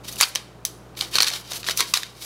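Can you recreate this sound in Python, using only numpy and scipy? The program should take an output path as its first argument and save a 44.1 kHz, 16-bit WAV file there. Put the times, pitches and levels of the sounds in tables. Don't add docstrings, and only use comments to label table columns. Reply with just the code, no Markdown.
import sys
import numpy as np
from scipy import signal
from scipy.fft import rfft, irfft, next_fast_len
from scipy.io import wavfile
from scipy.ndimage import uniform_filter1d, map_coordinates

SR = 44100
rng = np.random.default_rng(int(sys.argv[2]) if len(sys.argv) > 2 else 0)


def wav_record(signal):
    frames = np.transpose(np.atleast_2d(signal))
    bounded = np.clip(frames, -1, 1)
    quanta = np.round(bounded * 32767).astype(np.int16)
    wavfile.write(sys.argv[1], SR, quanta)


def voltage_ratio(level):
    return 10 ** (np.asarray(level, float) / 20)


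N = 99225


def unit(x):
    return x / np.sqrt(np.mean(x ** 2) + 1e-20)


def along(points, hz):
    f, value = np.transpose(points)
    return np.interp(np.log(hz + 1), np.log(f + 1), value)


def filtered(x, response):
    m = next_fast_len(x.shape[-1] + 8192)
    spectrum = rfft(x, m) * response(np.fft.rfftfreq(m, 1 / SR))
    return irfft(spectrum, m)[..., :x.shape[-1]]


def ring(f, hz, width):
    return 1j * f * width / (hz * hz - f * f + 1j * f * width)


def swell(t, hz, peak_s):
    u = np.clip(t, 0, 1) / (peak_s + 1e-4)
    return u * np.exp((1 - u ** 2) / 2) * np.sin(2 * np.pi * (hz * t + rng.random()))


# frequency in Hz, width in Hz, level in dB.
BODY_MODES = [(1110, 50, -14), (2310, 90, -10.5), (3120, 17, -1), (3780, 38, 2), (4360, 32, -2),
              (4810, 26, -1.5), (5490, 130, -5), (6020, 12, 2.5), (6600, 240, -33), (10820, 380, -1)]


def mill(f, levels_db):
    response = 1
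    for (hz, width, db), extra_db in zip(BODY_MODES, levels_db):
        response = response + voltage_ratio(db + extra_db - 3.5) * ring(f, hz, 0.5 * width + 150)
    return response


# frequency in Hz, level in dB per Hz.
BREAK_COLOUR = [(180, -45), (300, -7), (814, -13), (1140, -8.5), (2840, -7.5), (4370, -5), (7570, -9.5),
                (10900, -12.5), (16000, -21)]


def crack(db, hz, tilt_db, ms):
    before = 64
    t = np.arange(2048) / SR - before / SR
    length = ms / 1000 + 1e-5
    rise = 1 - np.exp(-np.clip(t, 0, 1) / (0.18 * length))
    sag_db = 9 * np.clip(t / length, 0, 1)
    fade_db = 60 * np.clip(t - length, 0, 1) / 0.007
    splinter = rng.standard_normal(len(t)) * rise * voltage_ratio(-sag_db - fade_db)
    modes_db = rng.normal(0, 3.5, len(BODY_MODES))
    thin_db = max(tilt_db - 2.5, 0)
    own_ring_db = np.array([[0], [-6]])

    def colour(f):
        slope_db = np.where(f > 4000, tilt_db, 2 * thin_db)
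        slope_db = slope_db * np.log2((f + 1) / 4000).clip(-1, None)
        low_cut = 1 / (1 + (963 / (f + 1)) ** 8)
        body = mill(f, modes_db) + voltage_ratio(own_ring_db) * ring(f, hz, hz / 5.5) ** 2
        return voltage_ratio(along(BREAK_COLOUR, f) + slope_db) * low_cut * body

    hit, send = filtered(np.array([splinter, t == 0]), colour)
    clean = min(0.003 / length, 1)
    tone = voltage_ratio(-9) * clean * swell(t, hz, 0.55 * length)
    hit = voltage_ratio(db) * (voltage_ratio(-1) * hit / abs(hit).max() + tone)
    send = send * np.linalg.norm(hit) / np.linalg.norm(send)
    return hit, voltage_ratio(0.99 * thin_db) * send


# start in seconds, peak in dB, own ring in Hz, brightness in dB per octave, break length in ms.
CRUNCH_HITS = [
    (.2017, -10, 3900, -5, 4),
    (.2101, 1, 4560, 2, 2.4),
    (.2145, -11, 4300, 1, 7),
    (.2255, -4.5, 4600, -7, 2.6),
    (.2308, -3, 4820, -2, 3),
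    (.2358, -5, 4520, -8, 3.2),
]
STRAY_CORNS = [
    (0.125, -26, 6500, 8, 3),
    (0.157, -28, 11100, 6, 4),
    (0.167, -26, 2750, -4, 2.3),
    (0.3568, -4, 3150, -4.5, 1.8),
    (0.951, -41, 2500, -12, 3),
]
GRIND_CORNS = [(.99, -24, 4700, -4, 4), (1.0097, -7, 3050, -1, 2.2), (1.021, -21, 3050, -3, 6),
               (1.047, -26, 3800, -3, 5), (1.1415, -20, 2400, 0, 7), (1.1546, -3, 4300, -2, 2.5),
               (1.161, -11, 4200, -3, 5), (1.1675, -13, 4300, 0, 6), (1.184, -4, 4260, -6, 3.4),
               (1.2035, -2.5, 4260, -3, 3), (1.209, -11, 4240, -1, 7), (1.2218, -4, 4350, 2, 2.5),
               (1.2298, -4.5, 5600, -2, 3), (1.2438, -10, 4300, -4, 2.5), (1.2677, -12, 4500, -2, 2.5),
               (1.2712, -12, 4090, -3, 4), (1.2822, -8, 4270, 0, 2.2), (1.3016, -14, 4300, -4, 2.2),
               (1.314, -19, 4400, -6, 6), (1.3345, -15, 3900, -1, 6)]
CAP_SNAPS = [
    (0.3512, -10.5, 5730, 5, 2.6),
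    (0.6507, -7, 5990, 5.5, 2),
    (1.7736, -8, 6000, 7, 2),
]
LATE_CORNS = [(1.5191, -15.5, 3730, 0, 1.8), (1.533, -19, 6030, -2, 2.5), (1.6303, -22.5, 2520, -10, 2.3),
              (1.6422, -23, 3120, -12, 3), (1.6645, -20, 2500, -4, 5.4), (1.678, -19, 4300, 0, 6.6),
              (1.6864, -9, 1810, -4, 2), (1.695, -11, 3800, -2, 4), (1.7905, -12, 4220, -1, 3.5),
              (1.7965, -10, 3500, -4, 3), (1.8048, -2, 4090, -1, 2.6), (1.8085, -12, 3600, -1, 6),
              (1.9375, -1, 3745, -1, 3.6), (1.9548, -15.5, 3190, -6, 4), (1.9722, -8, 4100, 0, 2.6),
              (2.0318, -16, 3730, -6, 2.6)]


def cracks():
    out = np.zeros((2, N + SR))
    for s, *how in [*CRUNCH_HITS, *STRAY_CORNS, *GRIND_CORNS, *CAP_SNAPS, *LATE_CORNS]:
        hit, send = crack(*how)
        start = round(s * SR) - 64
        out[:, start:start + len(hit)] += [hit, send]
    return out[:, :N]


# start in seconds, peak in dB, lower ring in Hz, upper ring in Hz, swell in ms.
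BODY_RINGS = [(.2017, -23, 2600, 6800, 1.5), (.2101, -16, 990, 3790, 1), (.2101, -13, 2280, 6980, 1.3),
              (.2165, -21, 2110, 5600, 1.8), (.2253, -19, 1080, 2600, 1), (.2308, -20, 1080, 2540, 1),
              (.3561, -27, 1500, 8600, 1.4), (1.0097, -15, 4200, 3700, 1.2), (1.1835, -21, 1080, 3010, 1.2),
              (1.2035, -17, 1160, 1810, 1.4), (1.2035, -15, 2450, 4870, 1.6), (1.211, -24, 1850, 5600, 1.2),
              (1.2298, -22, 1120, 4300, 1.4), (1.6864, -20, 1160, 3900, 1.1), (1.694, -27, 600, 2020, 1.6),
              (1.7738, -24, 2500, 4500, 1.2), (1.7965, -27, 1335, 4200, 2.2),
              (1.8051, -20, 1080, 2240, 2.2), (1.8125, -21, 2150, 4500, 1.5), (1.824, -25, 2240, 4300, 2.4),
              (1.9375, -16, 1160, 2500, 2), (1.9375, -14, 5510, 6850, 1.5), (1.9719, -20, 5200, 6700, 1.6)]


def chimes():
    out, t = np.zeros(N + SR), np.arange(1024) / SR
    for s, db, low_hz, high_hz, ms in BODY_RINGS:
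        pair = swell(t, low_hz, ms / 1000) + swell(t, high_hz, ms / 1000)
        out[round(s * SR):][:len(t)] += voltage_ratio(db) * pair
    return out[:N]


# start in seconds, peak in dB, pitch in Hz.
BODY_KNOCKS = [(0.207, -27, 595), (0.23, -38.5, 600), (0.354, -32, 495), (1.02, -30.5, 574),
               (1.152, -25, 445), (1.202, -26, 595), (1.31, -31, 603), (1.334, -33.5, 670),
               (1.516, -28.5, 617), (1.684, -26.5, 500), (1.794, -25.5, 406), (1.804, -29.5, 450),
               (1.969, -30.5, 650)]


def thuds():
    out, t = np.zeros(N + SR), np.arange(1024) / SR
    for s, db, hz in BODY_KNOCKS:
        push = rng.standard_normal(len(t)) * voltage_ratio(-60 * t / 0.04)
        knock = filtered(push, lambda f: ring(f, hz, 690) ** 2)
        out[round(s * SR):][:len(t)] += voltage_ratio(db) * knock / abs(knock).max()
    return out[:N]


# time in seconds, level in dB, brightness in dB.
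TWIST_FORCE = [
    [(.035, -45, -6), (.055, -42, -1), (.085, -32.5, 3.5), (.11, -47.5, 6.5), (.127, -41, 6), (.15, -44, 4),
     (.17, -45, 5.5), (.199, -31, 10), (.25, -47, 16), (.3, -63, 20)],
    [(.945, -85, -16), (.962, -59, 4), (.972, -35, -5.5), (.992, -42.5, 13), (1.005, -26.5, -5),
     (1.05, -34, -3.5), (1.11, -61, 3)],
    [(1.11, -47, 6), (1.147, -23.5, -9), (1.19, -44, 11), (1.27, -25.5, -8), (1.315, -33.5, -2.5),
     (1.35, -26.5, -7.5), (1.44, -63.5, 14.5)],
    [(1.44, -46, -9), (1.5, -38.5, 0), (1.535, -34.5, 1), (1.57, -36, 3.5), (1.64, -57, 7)],
    [(1.64, -47, -2), (1.67, -31, -2), (1.71, -26.5, -4.5), (1.745, -52, 8.5), (1.785, -25.5, 5.5),
     (1.83, -33.5, -8), (1.88, -36.5, 1.5), (1.93, -48.5, 9.5)],
]
LATE_TWIST_FORCE = [
    [(1.94, -19.5, -7), (1.99, -37, 3.5), (2.05, -42, -7), (2.13, -55.5, -0.5)],
    [(2.13, -61, -1), (2.18, -45, 0), (2.25, -37, 4.5)],
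]
# frequency in Hz, level in dB per Hz.
RASP_COLOUR = [(530, -63.5), (900, -11.5), (1410, -10), (1680, -12), (2170, -8), (4680, -3), (7140, -9.5),
               (12000, -11), (16000, -17)]


def rasp():
    t = np.arange(N) / SR
    grains_per_s = 400
    spikes = (rng.random(N) < grains_per_s / SR) * voltage_ratio(2 * rng.exponential(1, N).clip(0, 2))
    clumps = voltage_ratio(3.4 * map_coordinates(rng.standard_normal(200), [t * 80]))
    grains = unit(signal.lfilter([1], [1, -.93], spikes))
    grit = clumps * rng.standard_normal(N) * (1 + voltage_ratio(-11) * grains)
    modes_db = np.full(len(BODY_MODES), -1.5)
    grit = unit(filtered(grit, lambda f: voltage_ratio(along(RASP_COLOUR, f)) * mill(f, modes_db)))
    bright = filtered(grit, lambda f: 1 / (1 + (6500 / (f + 1)) ** 4))
    force, shine = np.zeros(N), np.ones(N)
    for rows in [*TWIST_FORCE, *LATE_TWIST_FORCE]:
        s, db, bright_db = np.transpose(rows)
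        on = (t >= s[0]) & (t < s[-1])
        force[on] = voltage_ratio(np.interp(t[on], s, db))
        shine[on] = voltage_ratio(np.interp(t[on], s, bright_db))
    return uniform_filter1d(force, size=200) * (grit + (shine - 1) * bright)


# frequency in Hz, t60 in seconds.
KITCHEN_DECAY = [(500, 0.25), (2000, 0.13), (5000, 0.088), (10000, 0.087), (16000, 0.06)]


def kitchen(x):
    out, part = np.zeros(N + SR), SR // 20
    for start in range(0, N, part):
        hz, t, z = signal.stft(rng.standard_normal(SR // 2), SR, nperseg=256)
        fall_db = -60 * t / along(KITCHEN_DECAY, hz)[:, None]
        decay = voltage_ratio(fall_db) + voltage_ratio(-13 + fall_db / 5.37)
        tail = signal.istft(z * decay, SR, nperseg=256)[1]
        wet = signal.fftconvolve(x[start:start + part], tail / np.linalg.norm(tail))
        out[start + 100:][:len(wet)] += wet
    return out[:N]


# multiple of the mains frequency, level in dB rms.
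MAINS_HUM = [(1, -53), (2, -49)]
# frequency in Hz, level in dB rms.
FAN_TONES = [(172, -59), (202, -59)]
# frequency in Hz, level in dB per Hz.
AIR_COLOUR = [(40, -14.5), (100, -7.5), (160, 2), (240, -4), (320, 1), (1480, -12), (1720, -17),
              (16000, -36)]
# start in seconds, drop in dB.
GAIN_DROPS = [
    (0.211, 7),
    (1.2, 5.5),
    (1.8, 3),
    (1.94, 5),
]


def room_tone():
    t = np.arange(N) / SR
    mains_hz, recover_s = 60, 0.41
    hum = np.zeros(N)
    for hz, db in [*FAN_TONES, *[(k * mains_hz, db) for k, db in MAINS_HUM]]:
        hum += np.sqrt(2) * voltage_ratio(db) * np.sin(2 * np.pi * (hz * t + rng.random()))
    air = voltage_ratio(-45.5) * unit(filtered(rng.standard_normal(N), lambda f: voltage_ratio(along(AIR_COLOUR, f))))
    drop_db = sum(db * (t > s) * np.exp(-abs(t - s) / recover_s) for s, db in GAIN_DROPS)
    return voltage_ratio(-uniform_filter1d(drop_db, size=400)) * (hum + air)


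def scene():
    hits, spread = cracks()
    rub = rasp() + thuds()
    rings = chimes()
    wet = kitchen(voltage_ratio(-8.5) * spread + voltage_ratio(-6.5) * rub + voltage_ratio(-13) * rings)
    return (hits + rub + rings + wet + room_tone())[None]


def roll_off(x):
    return signal.sosfilt(signal.butter(12, 16450, fs=SR, output="sos"), x)


def record(dry):
    top_hz = 15800
    limited = filtered(dry, lambda f: 1 / (1 + (f / top_hz) ** 120))
    mix = np.clip(limited, -1, 1)
    return roll_off(mix)


dry = scene()
out = record(dry)
wav_record(out)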